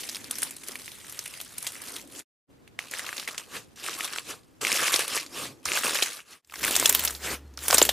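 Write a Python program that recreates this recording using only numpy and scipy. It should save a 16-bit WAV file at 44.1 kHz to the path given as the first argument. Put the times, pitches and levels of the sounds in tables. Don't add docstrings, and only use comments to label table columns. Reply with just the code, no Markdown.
import sys
import numpy as np
from scipy import signal
from scipy.fft import rfft, irfft, next_fast_len
from scipy.io import wavfile
from scipy.ndimage import uniform_filter1d

SR = 44100
rng = np.random.default_rng(int(sys.argv[2]) if len(sys.argv) > 2 else 0)


def int16_out(signal):
    q = np.round(np.clip(np.atleast_2d(signal).T, -1, 1) * 32767)
    wavfile.write(sys.argv[1], SR, q.astype(np.int16))


def gain_from_decibels(decibels):
    exponent = np.asarray(decibels, float) / 20
    return 10 ** exponent


N = 349272
MONO_FROM_S = 6.42


def evened(x):
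    return x / np.sqrt(np.mean(x ** 2) + 1e-20)


def read(points, hz):
    f, value = np.transpose(points)
    return np.interp(np.log(hz + 1), np.log(f + 1), value)


def coloured(x, points):
    count = next_fast_len(x.shape[-1], real=True)
    gain = gain_from_decibels(read(points, np.fft.rfftfreq(count, 1 / SR)))
    return irfft(rfft(x, count) * gain, count)[..., :x.shape[-1]]


def drift(count, smooth):
    return evened(uniform_filter1d(uniform_filter1d(rng.standard_normal(count), smooth), smooth))


def ring(t, hz, cycles):
    return np.sin(2 * np.pi * hz * t) * np.exp(-t * hz / cycles) * (1 - np.exp(-t * hz * 6))


def add(mix, s, sound):
    part = mix[max(round(s * SR), 0):][:len(sound)]
    part += sound[:len(part)]


# from t/s, to t/s, fade in/s, fade out/s
SCENES = [
    (-1, 2.25, .04, .045),
    (2.466, 6.42, .036, .6),
    (6.42, 9, .6, .04),
]
CUT_STEEPNESS = 2.5


def fader(t):
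    gain = 0
    for start, end, rise_s, fall_s in SCENES:
        rise = np.clip((t - start) / rise_s, 0, 1) ** (1 if rise_s > .2 else CUT_STEEPNESS)
        fall = np.clip((end - t) / fall_s, 0, 1) ** (1 if fall_s > .2 else CUT_STEEPNESS)
        gain = gain + rise * fall
    return gain


ROOM_DB = (-59, -60.5, -55.5)
# f/Hz, level/dB per Hz
ROOM_COLOUR = [(15, -69), (25, -17.5), (120, -6), (190, -9.5), (285, -6.5), (659, -19), (14800, -39),
               (16000, -60)]


def room():
    t = np.arange(N) / SR
    mid, side = evened(coloured(rng.standard_normal((2, N)), ROOM_COLOUR))
    side = coloured(side, [(50, -13.5), (120, 0.5)]) * (t < MONO_FROM_S)
    scene_db = sum(db * ((t >= start) & (t < end)) for (start, end, _, _), db in zip(SCENES, ROOM_DB))
    level = gain_from_decibels(scene_db + .8 * drift(N, smooth=3000))
    return level * np.array([mid + side, mid - side])


# from t/s, to t/s, level/dB, f/Hz
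DRONES = [
    (-0.15, 0.93, -55.5, 245.6),
    (1.802, 2.62, -52, 282),
    (5.2, 5.9, -52, 278),
    (5.44, 5.58, -54.5, 125),
]
# from t/s, to t/s, level/dB, f/Hz
BUMPS = [
    (5.65, 5.72, -51, 66),
    (5.655, 5.76, -52, 183),
    (4.612, 4.67, -50, 150),
]


def drone():
    out = np.zeros(N)
    for start, end, db, hz in DRONES + BUMPS:
        done = np.arange(0, 1, 1 / ((end - start) * SR))
        shape = [(.55 * hz, -30), (hz, 0), (1.6 * hz, -10), (4 * hz, -26), (12 * hz, -65)]
        band = evened(coloured(rng.standard_normal(SR + SR // 4), shape))[:len(done)]
        swell = gain_from_decibels(db + 2.5 * drift(len(done), smooth=1500)) * np.sin(np.pi * done ** .5)
        add(out, start, swell * band)
    return out


# peak t/s, grip level/dB, hold/s, fall/(dB/s)
PEELS = [
    (3.563, -30.5, 0.00345, 335.5),
    (4.303, -31.5, 0.0062, 299.5),
    (5.372, -31, 0.0786, 257),
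    (6.33, -26.5, .004, 193.5),
    (7.255, -27.5, 0.0883, 499.5),
]


def peel_share(t):
    spans = sum((t > s - .08) & (t < s + hold_s + 30 / fall) for s, _, hold_s, fall in PEELS)
    return uniform_filter1d(spans * 1., size=900)


def gesture(t, start, length, first_db, last_db, rise, fall):
    done = np.clip((t - start) / length, 0, 1)
    edges = rise * np.maximum(start - t, 0) + fall * np.maximum(t - start - length, 0)
    return first_db + (last_db - first_db) * done - edges, done


# start t/s, length/s, grip level/dB at start, at end
PUSHES = [
    [(0, 2, -46.5, -46), (0, .28, -36, -44.5), (.31, 0.1708, -41.5, -36), (.67, 1.25, -41.5, -53.5),
     (1.05, 0.36, -42.5, -42.5), (1.57, 0.114, -44.5, -36), (1.72, 0.2567, -42.5, -37.5),
     (2.0, 0.17, -61.5, -48), (2.11, 0.0854, -47.5, -38)],
    [(2.79, 0.165, -40.5, -55.5), (2.91, 0.0886, -39, -35.5), (3.02, 0.156, -39.5, -39.5),
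     (3.165, 0.0718, -39, -39.5), (3.28, 0.125, -34, -56), (3.385, 0.0297, -40.5, -44),
     (3.765, 0.1124, -48.5, -30.5), (3.88, 0.257, -33, -45.5), (3.98, 0.074, -37, -32),
     (4.1, 0.084, -38.5, -36), (4.612, 0.1558, -30.5, -23.5), (4.79, 0.1028, -25, -23.5),
     (4.92, 0.0147, -24.5, -20), (4.95, 0.0616, -33, -24.5), (5.07, 0.0948, -35.5, -25.5),
     (5.63, 0.043, -56.5, -42.5), (5.663, 0.122, -32, -25), (5.84, 0.219, -24.5, -26),
     (6.04, 0.1456, -29, -34.5)],
    [(6.43, 0.1853, -50.5, -22), (6.63, 0.441, -16, -31.5), (7.02, 0.1806, -28, -45.5),
     (7.58, 0.1693, -45.5, -21), (7.75, 0.11, -26, -27)],
]
# squelch under grip level/dB at start, at end,
# brightness/(dB/octave) at start, at end, lingering seep level/dB
DRYING = [
    (-13.5, -39.5, -0.92, -1.7, -35),
    (-11, -19.5, -1.5, -0.41, -33),
    (-14, -9.5, -1, 0.3, -55),
]
GRAB_DB_PER_S, LET_GO_DB_PER_S, LINGER_DB_PER_S = 7000, 223, 22
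REST_DB, REST_BRIGHT = -88.5, 1
PEEL_RISE_DB_PER_S, PEEL_WET_DB, PEEL_BRIGHT = 261, 2.5, (-1, -1.11, -2.2)


def hands(t, k):
    wet_db, dry_db, dull, bright, linger_db = DRYING[k]
    rows = []
    for row in PUSHES[k]:
        db, done = gesture(t, *row, GRAB_DB_PER_S, LET_GO_DB_PER_S)
        rows.append((db, dull + (bright - dull) * done, db + wet_db + (dry_db - wet_db) * done))
    for s, peak_db, hold_s, fall in PEELS:
        db, _ = gesture(t, s, max(hold_s, 1 / SR), peak_db, peak_db, PEEL_RISE_DB_PER_S, fall)
        rows.append((db, PEEL_BRIGHT[k] + 0 * t, db + PEEL_WET_DB))
    fading = LINGER_DB_PER_S * t
    held_db = np.maximum.accumulate(np.max(rows, 0)[0] + fading) - fading
    seep_db = np.maximum(held_db + linger_db, REST_DB)
    rows = np.array(rows + [(seep_db, REST_BRIGHT + 0 * t, seep_db + wet_db)])
    return rows[rows[:, 0].argmax(0), :, np.arange(len(t))].T


def grains(count, per_s, spread_db, low_hz, high_hz, cycles, clump_db):
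    clump = gain_from_decibels(clump_db * drift(count, smooth=120))
    size = gain_from_decibels(spread_db * np.minimum(rng.exponential(1, count), 4))
    size = size * (rng.random(count) < per_s / SR) * clump * rng.choice([-1., 1.], count)
    kind, t = rng.integers(0, 12, count), np.arange(512) / SR
    out = 0
    for k, hz in enumerate(np.geomspace(low_hz, high_hz, num=12)):
        out = out + signal.oaconvolve(size * (kind == k), evened(ring(t, hz, cycles)))[:count]
    return evened(out)


def tears(count, per_s, decay_s):
    size = gain_from_decibels(1.6 * np.minimum(rng.exponential(1, count), 3))
    starts = (rng.random(count) < per_s / SR) * size
    return .8 + signal.lfilter([1], [1, -np.exp(-1 / (decay_s * SR))], starts)


TICKS_DB = (-1.5, -2, -3)


def crackle(t, ticks_db):
    peeling = peel_share(t)
    ticks = coloured(grains(len(t), 1700, 2.2, 1000, 14000, 1.2, 1.5), [(500, -8), (15000, 4)])
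    bursts = evened(tears(len(t), 360, .0028))
    fizz = rng.standard_normal(len(t)) * (peeling + (1 - peeling) * bursts)
    return gain_from_decibels(ticks_db - 6 * peeling) * evened(ticks) + fizz


def tilted(x, t, brightness):
    hz, s, z = signal.stft(x, SR, nperseg=128)
    lean = np.log2((hz[:, None] + 300) / 4000) * np.interp(s, t - t[0], brightness)
    patches = uniform_filter1d(rng.standard_normal(z.shape), size=2, axis=0)
    patches = evened(uniform_filter1d(patches, size=20, axis=1))
    return signal.istft(z * gain_from_decibels(lean + 2.6 * patches), SR, nperseg=128)[1][:len(x)]


# f/Hz, level/dB per Hz
SLIME = [
    [(290, -34.5), (500, -4), (765, -7), (1550, -2.5), (2550, 0), (7710, 0.5), (9950, 3.5), (14800, -6)],
    [(290, -24), (500, -3.5), (881, -6.5), (2660, -1.5), (6880, -2.5), (10500, -4), (14800, -12.5)],
    [(290, -17.5), (500, -9), (1530, -4.5), (3590, -4), (4310, -6.5), (7290, -4.5), (9810, -6),
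     (14800, -7.5)],
]
SQUELCH_LAG_S = 0.0058


def kneading(t, k):
    coarse = t[::64]
    grip_db, brightness, squelch_db = (np.interp(t, coarse, c) for c in hands(coarse, k))
    keep = np.exp(-1 / (SQUELCH_LAG_S * SR))
    late = signal.lfilter([1 - keep], [1, -keep], gain_from_decibels(squelch_db))
    swell = np.minimum(late, gain_from_decibels(squelch_db))
    top = tilted(evened(coloured(crackle(t, TICKS_DB[k]), SLIME[k])), t, brightness)
    bubbles = (1 - peel_share(t)) * grains(len(t), 700, 3.85, 266.2, 900, 0.987, 2.5)
    wet = bubbles + gain_from_decibels(2.0) * rng.standard_normal(len(t))
    squelch = coloured(wet, [(35, -26.5), (100, -5.0), (250, -3.0), (420, 0), (800, -11.5),
                             (1500, -11.5), (4000, -48.5)])
    return fader(t) * (gain_from_decibels(grip_db - 3.0) * top + gain_from_decibels(-4.5) * swell * evened(squelch))


LEAD_S = .006


def pop(db, hz, spray_db, luck, noise):
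    t = np.arange(len(noise)) / SR - LEAD_S
    after = np.maximum(t, 0)
    snap = noise * np.exp(-abs(t) / .00035)
    since = np.maximum(t + .5 / hz, 0)
    tone = ring(since / (1 + .12 * since * hz) ** .5 * 1.1, hz, .6 + 1.1 * luck)
    r = np.exp(-np.pi * .24 * hz / SR)
    poles = [1, -2 * r * np.cos(2 * np.pi * hz / SR), r * r]
    whistle = evened(signal.lfilter([1, 0, -1], poles, noise[::-1]))
    spray = np.where(t < 0, .45 * np.exp(t / .0012), np.exp(-after / .0027))
    settle = .2 * np.exp(-after / .016) * (t > 0)
    air = (spray + settle) * (gain_from_decibels(-5.5) * noise[::-1] + gain_from_decibels(-6) * whistle)
    return gain_from_decibels(db) * (gain_from_decibels(-16.0) * snap + gain_from_decibels(2.5) * tone + gain_from_decibels(spray_db - 4.5) * air)


# t/s, peak level/dB, ring f/Hz, spray level/dB
PULL_POPS = [(.0065, -25.5, 10000, -1.5), (0.0904, -19, 4720, -3.5), (0.0953, -15.5, 5180, -5),
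             (0.1472, -20, 3440, -2), (0.157, -20, 5120, -3.5), (0.2435, -24.5, 4570, -5),
             (0.3114, -6.5, 10180, -11), (0.3556, -25, 5150, -0.5), (0.3851, -23, 10770, 2.5),
             (0.4201, -23, 9500, 6), (0.4284, -15.5, 1790, -25.5), (0.4313, -11, 9400, -1),
             (0.5093, -24, 10400, -10), (0.5664, -21, 9860, -8), (0.6366, -26.5, 10250, -3.5),
             (0.6852, -10, 10100, -15.5), (0.7187, -25.5, 5400, -3), (0.7559, -23, 2370, -1),
             (0.8797, -23, 2330, -10), (1.1247, -17.5, 12380, -12), (1.192, -7.5, 5330, -15.5),
             (1.2599, -23.5, 2650, -0.5), (1.2779, -19, 10600, -7.5), (1.4023, -26.5, 3070, 2.5),
             (1.4131, -19, 12730, -4), (1.5823, -25, 9600, 4.5), (1.6271, -18.5, 10400, -5.5),
             (1.668, -17, 3140, -0.5), (1.6715, -16, 7280, 0.5), (1.8185, -20.5, 9650, -7.5),
             (1.9642, -29.5, 3000, 7.5), (2.161, -28.5, 7500, -4.5),
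             (0.0356, -18.5, 3370, -13), (0.0786, -27.5, 2650, -8), (0.1672, -24, 2570, -5),
              (0.169, -22.5, 9930, -12.5), (0.31, -18, 3510, -8.5), (0.3841, -26, 2580, -4),
              (0.42, -30, 9430, -12), (0.5089, -21.5, 10700, -3.5), (0.636, -29, 2580, -15),
              (0.675, -25.5, 10770, -4.5), (0.692, -28.5, 2170, -11), (0.818, -30, 4650, -4),
              (0.919, -31, 3810, -12.5), (0.918, -29, 9850, -4), (0.9598, -37, 2330, -12.5),
              (0.9757, -42, 9540, -12), (1.0467, -36, 4670, -8.5), (1.0469, -33.5, 2040, -6.5),
              (1.0684, -31.5, 10080, -12), (1.1724, -30, 11330, -9), (1.24, -23.5, 10100, -13.5),
              (1.257, -23.5, 10100, -6.5), (1.339, -27.5, 2690, -1.5), (1.097, -28, 9500, -2),
              (.859, -26, 9000, -7.5), (1.4493, -27.5, 10250, -11.5), (1.5813, -20.5, 9650, -14.5),
              (1.646, -35, 2270, 4.5), (1.721, -21, 9970, -8), (1.747, -26, 9110, -4.5),
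              (1.8866, -15.5, 10640, -22), (1.9215, -23, 9990, -9), (2.0145, -29, 7060, -8),
              (2.075, -35.5, 8700, -5), (2.193, -21.5, 7280, -8.5), (2.2073, -30, 2540, -19.5)]
PRESS_KNEAD_POPS = [(2.677, -42.5, 2250, 2), (2.7909, -12, 2240, -15.5), (2.8717, -29, 2930, -9.5),
                    (2.913, -16, 10600, -15), (2.9379, -15, 2080, -8.5), (2.986, -19, 8300, -6),
                    (2.9941, -17, 2094, -2), (3.1292, -16.5, 1745, -12.5), (3.168, -19, 5650, -4),
                    (3.1977, -24, 3800, 2.5), (3.2278, -23, 1670, -9), (3.3461, -23.5, 1580, -6),
                    (3.3795, -18.5, 7220, -1.5), (3.3841, -19, 7260, -18.5), (3.864, -18, 2690, -20.5),
                    (3.8865, -16, 1380, -21), (3.895, -12.5, 4010, -14.5), (3.988, -20, 11500, -6),
                    (4.008, -14, 2240, -9), (4.052, -12.5, 10680, -38), (4.1344, -19, 2900, -22),
                    (4.1853, -10.5, 2790, -19.5),
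                    (4.6345, -24.5, 2540, -7.5), (4.698, -19, 1050, -14.5), (4.96, -11.5, 5500, 2.5),
              (4.6689, -11.5, 2480, -2), (4.718, -8.5, 2660, -5), (4.728, -5, 6400, -16),
              (4.733, -16, 2510, -10.5), (4.7606, -15.5, 2580, -4.5), (4.824, -19.5, 1650, 2.5),
              (4.8808, -9, 2330, -9.5), (4.941, -8, 3670, -0.5), (4.9927, -12.5, 9100, 0.5),
              (4.9945, -24.5, 1170, 6.5), (5.1757, -21, 2040, 6.5), (5.263, -31, 4630, 1.5),
              (5.6553, -19.5, 5650, 4), (5.659, -17.5, 1253, -8), (5.6884, -14, 2650, -15.5),
              (5.7188, -8.5, 2646, -20.5), (5.768, -13, 2630, -13), (5.773, -12.5, 1620, 1),
              (5.789, -6, 12100, -16), (5.8349, -19.5, 2730, 0.5), (5.8468, -19.5, 1680, -2.5),
              (5.868, -13, 2800, -8), (5.9591, -17, 2720, 3), (5.9884, -12.5, 2480, -11.5),
              (6.0241, -12, 3020, 2.5), (6.0277, -8, 4270, -3), (6.034, -8.5, 6870, -5.5),
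              (6.204, -28.5, 2630, -8),
                    (2.826, -34, 2370, -8), (2.8847, -29.5, 3040, -9), (2.8973, -34.5, 3080, -6),
               (3.0449, -25, 1510, -13.5), (3.0638, -29.5, 4630, -5.5), (3.0659, -21, 2650, -5),
               (3.091, -22, 1940, -4.5), (3.18, -23, 3700, 0), (3.2766, -17.5, 2290, -2.5),
               (3.2875, -23, 2110, -0.5), (3.38, -21.5, 2700, -4), (3.5153, -34, 6630, -16.5),
               (3.64, -45, 6140, -9), (3.7578, -54, 2410, 4), (3.7601, -34.5, 6050, -5),
               (3.9414, -21, 5900, -9.5), (4.011, -21.5, 8790, -8.5), (4.0452, -18.5, 5500, -5),
               (4.08, -22, 2580, -9.5), (4.096, -27.5, 1490, -8.5), (4.1335, -21.5, 4670, -7.5),
               (4.1607, -25.5, 4650, -9), (4.1611, -20.5, 1630, -7), (4.3921, -45, 5190, -9.5),
               (4.4334, -49, 4220, -9), (4.6141, -21, 5540, -3), (4.65, -11, 2420, -4),
               (4.773, -12, 2740, -6.5), (4.926, -15.5, 10060, -6.5), (4.9359, -9.5, 6640, -8),
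               (4.9922, -22, 2730, 1.5), (5.08, -13, 10440, -7.5), (5.156, -12.5, 10570, -5),
               (5.2442, -34, 6400, -7.5), (5.7414, -13, 2430, -17), (5.835, -19.5, 5230, -16),
               (5.8359, -16.5, 1500, -18), (5.8637, -13, 5660, -12), (5.909, -13, 1664, -10),
               (5.9457, -14, 8680, -4), (5.954, -13.5, 1750, -7.5), (5.955, -16.5, 4520, -4.5),
               (6.1119, -25, 7240, -10.5), (6.1106, -34.5, 2910, -9.5), (6.131, -26, 10080, -2.5),
               (6.192, -30.5, 1590, -17.5), (6.3081, -35.5, 10270, -9)]
SQUEEZE_CRUSH_POPS = [(6.4479, -39.5, 5710, -14.5), (6.498, -38, 2520, -1.5), (6.54, -32, 2060, 5.5),
                      (6.6403, -6.5, 2350, -24.5), (6.6501, -2, 9140, -29.5), (6.68, -18, 1510, 0.5),
                      (6.7445, -13, 11620, -11), (6.7532, -11, 3600, -0.5), (6.7562, 0.5, 6350, -21.5),
                      (6.7986, 0, 8100, -10), (6.827, -14, 1180, 0), (6.8591, 7.5, 6600, -11),
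                      (6.894, -2.5, 8100, -5), (6.897, 12, 13200, -19), (6.9265, -2.5, 11400, -11),
                      (6.9492, -20, 2960, 11), (6.994, -16.5, 14400, 4), (7.0504, -1, 11900, -9),
                      (7.054, -7, 13500, -11), (7.076, -10.5, 3720, -10), (7.0792, -16.5, 5660, 1.5),
                      (7.098, -25, 1500, -2),
                      (7.478, -52, 6970, -6), (7.773, -10.5, 4300, -6), (7.6828, 1.5, 10840, -10),
              (7.7032, -14.5, 1420, 5), (7.7282, -6.5, 1280, 0.5), (7.7449, -0.5, 8060, -2.5),
              (7.748, -9.5, 8350, -1), (7.7821, 2, 5540, -1), (7.787, -12.5, 5940, -5.5),
              (7.819, -21, 2820, -12), (7.8246, -17, 10360, 8), (7.827, -1, 7240, -8),
              (7.852, -0.5, 12100, -10), (7.8916, -6.5, 3435, 4),
                      (6.4743, -42, 9000, -12.5), (6.51, -35.5, 5320, -11.5), (6.523, -33, 1250, 1),
                 (6.5383, -34, 1080, 3.5), (6.558, -28.5, 1400, -1.5), (6.558, -21, 5070, -9.5),
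                 (6.6474, -9.5, 2380, -15), (6.6673, -16, 7770, -16), (6.7104, -8, 8400, -10.5),
                 (6.764, 1.5, 7140, -6.5), (6.8577, 3.5, 3624, -12.5), (6.877, -9.5, 12640, -12),
                 (6.9088, -20, 1810, -6), (6.949, 3, 13450, -7), (7.038, -8.5, 12380, -7.5),
                 (7.107, -18, 9000, -1.5), (7.1503, -20, 4540, -7.5), (7.539, -42, 6250, -5.5),
                 (7.5748, -19, 5540, -12.5), (7.5783, -24, 1503, -12), (7.5904, -31.5, 5920, -11.5),
                 (7.5906, -21, 3770, -16), (7.6075, -27.5, 12340, -14.5), (7.6374, -19.5, 10570, -6),
                 (7.7097, 3, 5490, -19.5), (7.8166, 1.5, 3450, -5), (7.8175, -10, 1130, -5)]


def popping(k):
    pops = (PULL_POPS,
            PRESS_KNEAD_POPS,
            SQUEEZE_CRUSH_POPS)[k]
    out, luck = np.zeros(N), rng.random(len(pops))
    noise = evened(coloured(rng.standard_normal((len(pops), 2048)), SLIME[k]))
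    for (s, *row), chance, hiss in zip(pops, luck, noise):
        add(out, s - LEAD_S, pop(*row, chance, hiss))
    return out


# f/Hz, side minus mid level/dB
WIDTH = [
    [(60, -13.5), (380, 1), (2380, -7.5), (15000, -1.5)],
    [(60, -43), (380, -7), (2380, -9), (15000, -3.5)],
    [(4000, -7), (9000, -5), (15000, -5)],
]


def spread(x, k):
    hz, _, z = signal.stft(x, SR, nperseg=128)
    phase = np.exp(2j * np.pi * rng.random(z.shape))
    turned = z * phase * gain_from_decibels(read(WIDTH[k], hz) + 1.5)[:, None]
    return signal.istft(turned, SR, nperseg=128)[1][:N]


# t/s, peak level/dB, f/Hz
CAVITIES = [(.695, -34.5, 420), (1.195, -43, 422), (2.7925, -39.5, 800), (3.29, -33.5, 409),
            (4.634, -26.5, 408), (4.8277, -26.5, 489), (4.944, -24, 486), (4.9933, -19.5, 505),
            (5.17, -25, 490), (5.8488, -23.5, 451), (6.0262, -21.5, 467.5), (6.7092, -22.5, 470),
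            (6.766, -27.5, 731), (6.8278, -20.5, 425.8), (7.7038, -18.5, 697), (7.7321, -12, 632),
            (7.7475, -18, 587), (7.785, -19, 419), (7.8195, -4.5, 473.6), (7.8934, -15, 679)]


def plops():
    out, t = np.zeros(N), np.arange(1500) / SR
    for s, db, hz in CAVITIES:
        turns = hz * (0.746 * t + 0.001098 * (1 - np.exp(-t / 0.00157)))
        envelope = np.exp(-t / 0.001493) * (1 - np.exp(-t / 0.000892))
        add(out, s - .002, gain_from_decibels(db + 5.0) * np.sin(2 * np.pi * turns) * envelope)
    return coloured(out, [(60, -28.5), (200, 3.0)])


# f/Hz, width/Hz, level/dB
POCKETS = [
    (1189.5, 141.5, 6),
    (1680, 130, 2.5),
    (2650, 210, 3),
]


def heap(x):
    hz = np.geomspace(500, 5000, num=200)
    boost_db = sum(db * np.exp(-((hz - f) / width) ** 2) for f, width, db in POCKETS)
    return coloured(x, np.transpose([hz, boost_db]))


HUM_HZ, HUM_DB, HUM_RISE_DB_PER_S = 69, -50, 2.5


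def hum():
    t = np.arange(N) / SR
    turns = np.cumsum(HUM_HZ + 3.4 * drift(N, smooth=2500)) / SR
    level = gain_from_decibels(HUM_DB + HUM_RISE_DB_PER_S * (t - 7) + 2.5 * drift(N, smooth=2000))
    return level * np.clip((t - 6.42) / .1, 0, 1) * np.sqrt(2) * np.sin(2 * np.pi * turns)


# t/s, peak level/dB, f/Hz, length/s
SQUEAKS = [
    (7.44, -68, 4220, 0.059),
    (7.742, -9, 8400, 0.0074),
    (7.824, -5, 7258, 0.0085),
]


def squeaks():
    out = np.zeros(N)
    for s, db, hz, length_s in SQUEAKS:
        count = round(length_s * SR)
        turns = np.cumsum(hz * (1 + 0.0089 * drift(count, smooth=30))) / SR
        add(out, s, gain_from_decibels(db) * np.hanning(count) * np.sin(2 * np.pi * turns))
    return out


def scene():
    t = np.arange(N) / SR
    out = (room() + drone() + hum()) * fader(t) + plops() + squeaks()
    for k, (start, end, _, _) in enumerate(SCENES):
        mid = coloured(popping(k), [(80, -23), (400, -1.5)])
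        during = t[(t >= start) & (t < end)]
        bed = kneading(during, k)
        add(mid, during[0], heap(bed) if k == 1 else bed)
        side = spread(mid, k)
        out += np.array([mid + side, mid - side])
    return out


def patchy_treble(x):
    hz, s, (mid, side) = signal.stft([x[0] + x[1], x[0] - x[1]], SR, nperseg=512)
    f, last = hz[:, None], s > MONO_FROM_S
    count = len(s) // 4 + 1
    power = (abs(mid[hz > 8000]) ** 2).sum(0) + 1e-20
    sudden = power > 4.5 * uniform_filter1d(power, size=9, origin=4)
    edge_hz = np.repeat(15150 - 240 * rng.exponential(1, count), repeats=16)[:len(s)]
    edge_hz = edge_hz + 4 * (10 * np.log10(power) + 40) + 400 * last
    band = np.where(f < edge_hz, 1, sudden * gain_from_decibels(-17) * (f < 16400))
    share = rng.choice([0, .35, .8, 1], count)
    blocks = np.kron(rng.random((33, count)) < share, np.ones((8, 4)))[:len(hz), :len(s)]
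    kept = np.where(last, blocks * (f > 4200), np.maximum(blocks, f < 1800))
    mid, side = signal.istft([mid * band, side * band * kept], SR, nperseg=512)[1][:, :N] / 2
    return np.array([mid + side, mid - side])


def low_pass(x):
    return signal.sosfilt(signal.butter(12, 16490, fs=SR, output="sos"), x)


def record(dry):
    held = np.tanh(dry / .8) * .8
    mix = patchy_treble(held)
    return low_pass(mix)


dry = scene()
out = record(dry)
int16_out(out)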